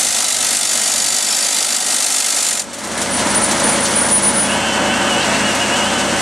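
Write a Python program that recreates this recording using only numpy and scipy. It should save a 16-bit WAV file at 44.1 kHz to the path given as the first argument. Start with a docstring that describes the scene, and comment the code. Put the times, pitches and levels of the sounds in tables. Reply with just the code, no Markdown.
"""A rock drill rig in a snowy yard, a few metres in front of a camera's stereo microphone, in gusty wind.
The hammer pounds the steel rod about fifty times a second and stops; as the gain control recovers,
diesel, fan and flushing air swell up. The turning rod clanks and scrapes shrilly, then the feed lifts
the drill head with a wavering hydraulic squeal, a chattering valve sounding through its pipes."""
import sys
import numpy as np
from scipy import signal
from scipy.fft import rfft, irfft
from scipy.io import wavfile
from scipy.ndimage import uniform_filter1d

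SR = 44100
rng = np.random.default_rng(int(sys.argv[2]) if len(sys.argv) > 2 else 0)


def master(y):
    """Save y as 16-bit WAV."""
    cut = np.clip(np.atleast_2d(y).T, -1, 1)
    pcm = np.round(cut * 32767)  # scale
    wavfile.write(sys.argv[1], SR, pcm.astype(np.int16))


N = 273861
T = np.arange(N) / SR
HZ = np.fft.rfftfreq(N, 1 / SR)


def amp(db):
    """Decibels to gain."""
    return 10 ** (np.asarray(db) / 20)


def unit(x):
    """Scales to an rms of one."""
    return x / np.sqrt(np.mean(x ** 2) + 1e-20)


def curve(rows):
    """Joins (time, value) points by straight lines."""
    return np.interp(T, *np.transpose(rows))


def strokes(rows, fullness):
    """Gain of (start, length, dB) strokes that swell and fade in one arch; low fullness squares it off."""
    return sum(amp(db) * np.sin(np.pi * np.clip((T - start) / length, 0, 1)).clip(0) ** fullness
               for start, length, db in rows)


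def spectrum(points):
    """Gain at every frequency from (Hz, dB) points."""
    hz, db = np.transpose(points)
    return amp(np.interp(np.log(HZ + 1), np.log(hz + 1), db))


def peaks(modes, hz):
    """Joint gain of (Hz, width, dB) resonances with steep skirts."""
    return np.sqrt(sum((amp(db) / (1 + ((hz - f) / width) ** 2)) ** 2 for f, width, db in modes))


def colour(x, gain):
    """Filters by a gain at every frequency."""
    return irfft(rfft(x) * gain, N)


def noise(gain):
    """Coloured noise of rms one."""
    return unit(colour(rng.standard_normal(N), gain))


def wander(hz):
    """Random drift of rms one, up to about the given rate."""
    times = np.linspace(0, T[-1], 4096)
    gain = np.exp(-(np.fft.rfftfreq(len(times), times[1]) / hz) ** 2)
    drift = irfft(rfft(rng.standard_normal(len(times))) * gain)
    return np.interp(T, times, unit(drift))


def ripple(spacing_hz, depth_db):
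    """Gain ripple of many overlapping modes and echoes."""
    grid = np.arange(0, SR / 2, spacing_hz)
    return amp(depth_db * np.interp(HZ, grid, rng.standard_normal(SR)[:len(grid)]))


def phase(hz):
    """Running phase, in radians, of a changing pitch."""
    return 2 * np.pi * np.cumsum(hz) / SR


def tones(rows, flutter_db):
    """Machine tones from (Hz, width, dB) rows, each wavering in strength and pitch."""
    sound = np.zeros(N)
    for hz, width, db in rows:
        level = amp(db + flutter_db * wander(width + 2))
        pitch = hz + width / 2 * wander(width + 2)
        sound += level * np.sqrt(2) * np.sin(phase(pitch))
    return sound


def grit(per_s, spread_db):
    """Dense tiny impacts of uneven size."""
    sizes = amp(spread_db * np.minimum(rng.exponential(1, N), 4)) * rng.standard_normal(N)
    return unit(sizes * (rng.random(N) < per_s / SR))


def steel():
    """Response of the rod and mast: a broad body, strong resonances and a thicket of weak ones."""
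    # broad body: (frequency [Hz], level [dB])
    outline = [(180, -45), (300, -7), (411, -9.5), (590, 0), (1070, -8), (1300, -4), (1730, -8), (2880, -5),
               (4490, -1.5), (4880, -1.5), (7140, 1), (9930, -0.5), (15500, -31)]
    # resonances of the rod and of the mast: (frequency [Hz], width [Hz], level [dB])
    rod_modes = [(600, 120, -16.5), (1287, 72, -7), (1895, 36, -3), (2100, 47, -0.5), (2440, 66, -6.5),
                 (2950, 7.5, -0.5), (3500, 30, -1), (4000, 33, 2), (4400, 61, 0), (5340, 14, -1.5),
                 (6250, 25, 5.5), (6200, 47, -1), (6940, 83, 1.5), (7300, 50, 5.5), (7940, 66, 2),
                 (8730, 300, -3), (9500, 69, -10.5), (10040, 100, -17.5), (11400, 39, -4.5)]
    mast_modes = [(239.5, 30, -6.5), (728, 5.3, 2.5)]
    thicket = spectrum(outline) * ripple(spacing_hz=40.36, depth_db=2.5)
    return np.hypot(thicket, amp(2.0) * peaks([*rod_modes, *mast_modes], HZ))


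def hammer(body):
    """Each blow sets the rod clattering; bending waves carry the treble out first and the bass later."""
    # pace of the hammer: (time [s], blow rate [Hz])
    blow_rate = [(0, 52.42), (0.2, 50.64), (0.35, 49.05), (1.0, 48.43), (1.4, 50.28), (2.15, 50.11),
                 (2.45, 48.89), (2.62, 43.85)]
    # force of the blows: (time [s], level [dB])
    force = [(0, 5), (1.0, 2), (2.0, 3.5), (2.35, 4.5), (2.58, -0.2)]
    # rod modes ring out as the bit sinks: (start [s], end [s], frequency [Hz], width [Hz], level [dB])
    rings = [(.18, .42, 3960, 50, -13), (.5, 1.55, 6895, 10, -11), (.55, 1.95, 4560, 60, -11),
             (1.22, 1.44, 5365, 35, -12), (1.1, 1.42, 7680, 50, -12), (1.8, 2.25, 8480, 80, -14),
             (2.28, 2.68, 7150, 55, -9)]
    blows = np.cumsum(curve(blow_rate)) / SR + .6
    age = blows % 1 / curve(blow_rate)
    strength = amp(1.2 * rng.standard_normal(400))[blows.astype(int)]
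    burst = strength * (1 - np.exp(-age / 0.0025)) * np.exp(-age / 0.0081)
    clatter = unit((unit(burst) + 0.47) * grit(per_s=22000, spread_db=1.24))
    lag_cycles = .37 * np.sqrt(HZ) - 0.002035 * HZ  # the delay falls with the root of frequency
    direct = np.clip(HZ / 4000, 0, 1) ** 0.42  # the mast smears the low notes into the next blow
    smeared = colour(rng.standard_normal(N), body * np.sqrt(1 - direct ** 2))
    sound = unit(colour(clatter, body * direct * np.exp(-2j * np.pi * lag_cycles)) + smeared)
    for start, end, hz, width, db in rings:
        swell = strokes([(start, end - start, db)], fullness=0.5)
        sound += swell * unit(colour(clatter, peaks([(hz, width, 0)], HZ)))
    bite_hz = 6.9  # the bit bites harder and softer as it turns
    bite_db = .6 * np.sin(2 * np.pi * bite_hz * T) + .4 * wander(12)
    stop_s, decay_db_per_s = 2.605, 522  # the hammer is shut off and the steel dies away
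    stop_db = -decay_db_per_s * np.maximum(T - stop_s, 0)
    return sound * amp(curve(force) + bite_db + stop_db)


def engine():
    """Steady diesel and fan: a roar that throbs with the firing, and their tones."""
    # roar of the diesel and cooling fan: (frequency [Hz], level [dB])
    roar_shape = [(20, -47), (60, -24), (120, -16.5), (175, -11), (235, 0), (300, -4), (390, -8.5),
                  (500, -7), (575, -2.5), (680, -9.5), (950, -5), (1080, -9), (1600, -8.5), (2300, -15),
                  (3200, -50), (5000, -100)]
    # tones of the diesel, fan and main pump: (frequency [Hz], width [Hz], level [dB])
    hum = [(69.8, 0.42, -42), (101.6, 1.14, -40.5), (150.6, 1.5, -39), (202.6, 1.27, -30),
           (232.2, 10.1, -37.5), (347, 4.45, -39), (562.3, 4.55, -31), (628, 8.1, -38), (700.4, 5.4, -36),
           (855, 6.2, -36.5), (2192, 14.4, -38.5)]
    firing_hz = 101 + .5 * wander(4.9)
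    throb = 1 + 0.11 * np.sin(phase(firing_hz))
    roar = noise(spectrum(roar_shape) * ripple(spacing_hz=18, depth_db=1.)) * throb
    return roar * amp(-19 + 1.1 * wander(9.8)) + tones(hum, flutter_db=0.5)


def air():
    """Flushing air hisses from the hole, sharpened by the grit that it carries against the rod."""
    # colour of the hiss: (frequency [Hz], level [dB])
    hiss_shape = [(2120, -29), (3600, 1), (4710, -1.5), (5320, -2), (5870, -1.5), (7360, -3.5),
                  (8110, -1.5), (11200, -18.5), (15500, -51)]
    # air flow: (time [s], level [dB])
    flow = [(3.2, -21.5), (3.7, -21.5), (4.2, -23), (4.9, -24.5), (5.3, -22.5), (6.2, -23)]
    echoes = ripple(spacing_hz=45, depth_db=1.3)
    shape = np.maximum(spectrum(hiss_shape), amp(2.5) * peaks([(2970, 1100, 0)], HZ))
    hiss = colour(grit(per_s=20000, spread_db=0.5), shape * echoes)
    bright = colour(hiss, np.clip(HZ / 5000, .6, 3))
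    return amp(curve(flow) + 0.71 * wander(22)) * unit(hiss + bright)


def wind():
    """Lumpy gusts push the two microphone ports against each other, over a faint common rumble."""
    # wind on the microphone: (time [s], level [dB])
    strength = [(0, -19.5), (1.1, -23), (1.6, -33), (2.3, -35), (2.6, -31), (3.4, -43), (5.4, -58),
                (6.0, -49), (6.17, -35)]
    # its rumble: (frequency [Hz], level [dB])
    rumble = [(10, -12), (25, -1), (60, -4), (95, -1), (150, -6), (250, -11), (500, -19), (1000, -20),
              (2000, -60), (5000, -90)]
    gusts = noise(spectrum(rumble)) * amp(curve(strength) + 2.7 * wander(12))
    common = 0.18 * noise(spectrum(rumble)) * amp(curve(strength))
    return np.array([gusts, -gusts]) + common


def scrape():
    """Uneven slips of the turning rod shake its shrill modes until one of them takes over and sings."""
    # modes of the rubbed steel: (frequency [Hz], width [Hz], level [dB])
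    shrill_modes = [(8802, 40, -12), (9130, 42, -1.5), (9405, 45, 0), (9700, 36, 2.5), (10099, 35, -6),
                    (10480, 35, -16)]
    # rubs, the light contact beneath them, and spells of singing: (start [s], length [s], level [dB])
    rubs = [(2.94, 0.12, -29), (3.105, 0.089, -20), (3.285, .06, -29), (3.345, 0.05, -14.5),
            (3.41, 0.065, -17.5), (3.465, 0.065, -27), (3.62, .15, -19), (3.79, 0.069, -23.5),
            (3.925, 0.14, -18)]
    light_rub = (2.7, 1.63, -30)
    sings = [(3.92, 0.23, -25), (4.098, .108, -12), (4.214, 0.11, -14), (4.322, 0.15, -16.5),
             (4.44, .14, -28)]
    shrill = peaks(shrill_modes, HZ)
    slips = amp(2.5 * wander(70))
    contact = strokes(rubs, fullness=0.96) + strokes([light_rub], fullness=0.4)
    rasp = noise(shrill) * slips * contact
    sing_hz = 9683 + 3 * wander(25)
    rough_tone = np.sqrt(2) * np.sin(phase(sing_hz)) + .18 * noise(shrill)
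    return rasp + strokes(sings, fullness=.9) * rough_tone


def clanks(body):
    """The loose rod knocks in its guide and rings the same steel as the hammer."""
    # knocks: (time [s], level [dB], time to fall 60 dB [s])
    knocks = [(2.73, -11, 0.18), (2.784, -15, .12), (2.836, -14, 0.21), (2.871, -24, 0.12),
              (2.914, -15.5, .12), (2.975, -12, 0.087), (3.014, -10, 0.11), (3.267, -18, .08),
              (3.341, -16, .07), (3.443, -14, 0.069), (3.511, -12, 0.11), (3.597, -13.5, 0.066),
              (3.72, -18, .12), (3.85, -15, 0.15), (3.906, -16, .07), (4.085, -18, .15), (4.23, -23, .12),
              (5.55, -16, 0.067), (5.736, -21, .05)]
    level = np.zeros(N)
    for start, db, t60 in knocks:
        age = np.maximum(T - start, 0)
        level += amp(db - 60 * age / t60) * (1 - np.exp(-age / 0.0018))
    return level * unit(colour(grit(per_s=14000, spread_db=1.3), body))


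def oil():
    """Oil whines through the feed motor and rushes through the hoses as the head speeds up."""
    # whine of the motor: (frequency [Hz], width [Hz], level [dB])
    whine = [(1265, 4, -39), (1523, 12, -37.5), (1683, 22, -39), (2530, 16, -40), (2681, 45, -38.5),
             (2860, 60, -35), (3385, 18, -41)]
    # flow in the motor and in the hoses: (time [s], level [dB])
    motor_flow = [(4.2, -60), (4.45, 1), (4.58, 2), (5.5, 4), (6.0, 0.5), (6.21, 1)]
    hose_flow = [(4.4, -60), (4.6, -43), (5.1, -41), (5.28, -27), (5.45, -27), (5.7, -29), (5.9, -47),
                 (6.2, -32)]
    rush = amp(curve(hose_flow)) * noise(peaks([(1830, 530, 0)], HZ))
    return rush + amp(curve(motor_flow)) * tones(whine, flutter_db=2.0)


def valve():
    """The feed valve chatters; a harmonic squeals out whenever it slides through a pipe resonance."""
    # pitch of the chatter: (time [s], frequency [Hz])
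    pitch = [(4.47, 305), (4.555, 389), (4.8, 383), (4.89, 375), (4.95, 391), (5.08, 385), (5.14, 358),
             (5.225, 394), (5.27, 320), (5.37, 342), (5.415, 305), (5.455, 366), (5.51, 352), (5.565, 300),
             (5.62, 365), (5.68, 320), (5.77, 388), (5.81, 352), (5.9, 395), (5.96, 376), (6.2, 384)]
    # its strength: (time [s], level [dB])
    strength = [(4.5, -26), (4.72, -22), (4.82, -28), (4.9, -23), (5.08, -24), (5.35, -21.5), (5.5, -24.5),
                (5.7, -23.5), (5.97, -22.5), (6.06, -29), (6.2, -28)]
    # its strong harmonics: (multiple, level [dB])
    harmonics = [(2, -4.5), (4, -1.5), (7, -5.5), (8, -0.5), (9, -10)]
    # the pipes that radiate it: (frequency [Hz], width [Hz], level [dB])
    pipes = [(726, 130, 1), (1521, 25, 0), (2910, 75, 4), (2850, 690, -1)]
    hz = curve(pitch) * (1 + .008 * wander(110))
    buzz = np.zeros(N)
    for multiple, db in harmonics:
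        level = amp(db + 2.2 * wander(25)) * peaks(pipes, multiple * hz)
        buzz += level * np.sin(multiple * phase(hz) + rng.uniform(0, 2 * np.pi))
    shut_hz, open_hz = 305, 335  # the chatter fades out as its pitch sags
    opened = np.clip((hz - shut_hz) / (open_hz - shut_hz), 0, 1) * (T > pitch[0][0])
    return amp(curve(strength)) * opened * buzz


def head_squeaks():
    """The drill head squeaks on the mast as it rises."""
    # squeaks: (start [s], length [s], level [dB])
    squeaks = [(5.205, .05, -27), (5.33, .055, -26.5)]
    # resonances of the sliding head: (frequency [Hz], width [Hz], level [dB])
    slide_modes = [(3840, 60, 0), (4200, 80, -2), (4620, 90, -3)]
    return strokes(squeaks, fullness=1) * noise(peaks(slide_modes, HZ))


def scene():
    """The rig stands straight ahead of the microphone; containers and snow scatter a little of it."""
    # sound scattered in from the sides: (frequency [Hz], level [dB])
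    scatter = [(100, -45), (250, -25.5), (1300, -27), (2400, -32.5), (4400, -19.5), (8100, -10),
               (9700, -5.5), (15000, -9.5)]
    body = steel()
    drill = hammer(body) + clanks(body)
    machine = engine() + air() + oil() + valve() + head_squeaks()
    shrill = scrape()
    echoes = rng.standard_normal(2048) * np.exp(-np.arange(2048) / SR / 0.0133)
    echo_phases = np.exp(1j * np.angle(rfft(echoes, N)))
    side = colour(0.76 * drill + machine, spectrum(scatter) * echo_phases)
    # a quarter-cycle phase shift widens the scrape and keeps it equally loud on both sides
    side += colour(shrill, 1j * spectrum(scatter))
    rig = drill + machine + shrill
    return np.array([rig + side, rig - side]) + wind()


def record(dry):
    """The camera's gain control clamps down at once and recovers slowly; a low-pass follows."""
    threshold_db, recovery_db_per_s, ceiling, cutoff_hz = -15.5, 29.0, .85, 15750
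    # the gain is keyed by the band where the ear is keenest
    key = signal.lfilter(*signal.butter(2, [1000, 8800], "band", fs=SR), dry)
    power_db = 10 * np.log10(abs(uniform_filter1d((key ** 2).mean(0), size=400)) + 1e-12)
    fall_db = T * recovery_db_per_s
    peak_db = np.maximum.accumulate(power_db + fall_db) - fall_db
    over_db = np.maximum(peak_db - threshold_db, 0)
    held = dry / amp(uniform_filter1d(over_db, size=200))
    rounded = held / (1 + (held / ceiling) ** 6) ** (1 / 6)  # soft clipping of the tallest peaks
    lowpass = signal.firwin(511, cutoff_hz, window=("kaiser", 9), fs=SR)
    return signal.oaconvolve(rounded, lowpass[None], "same")


dry = scene()
out = record(dry)
master(out)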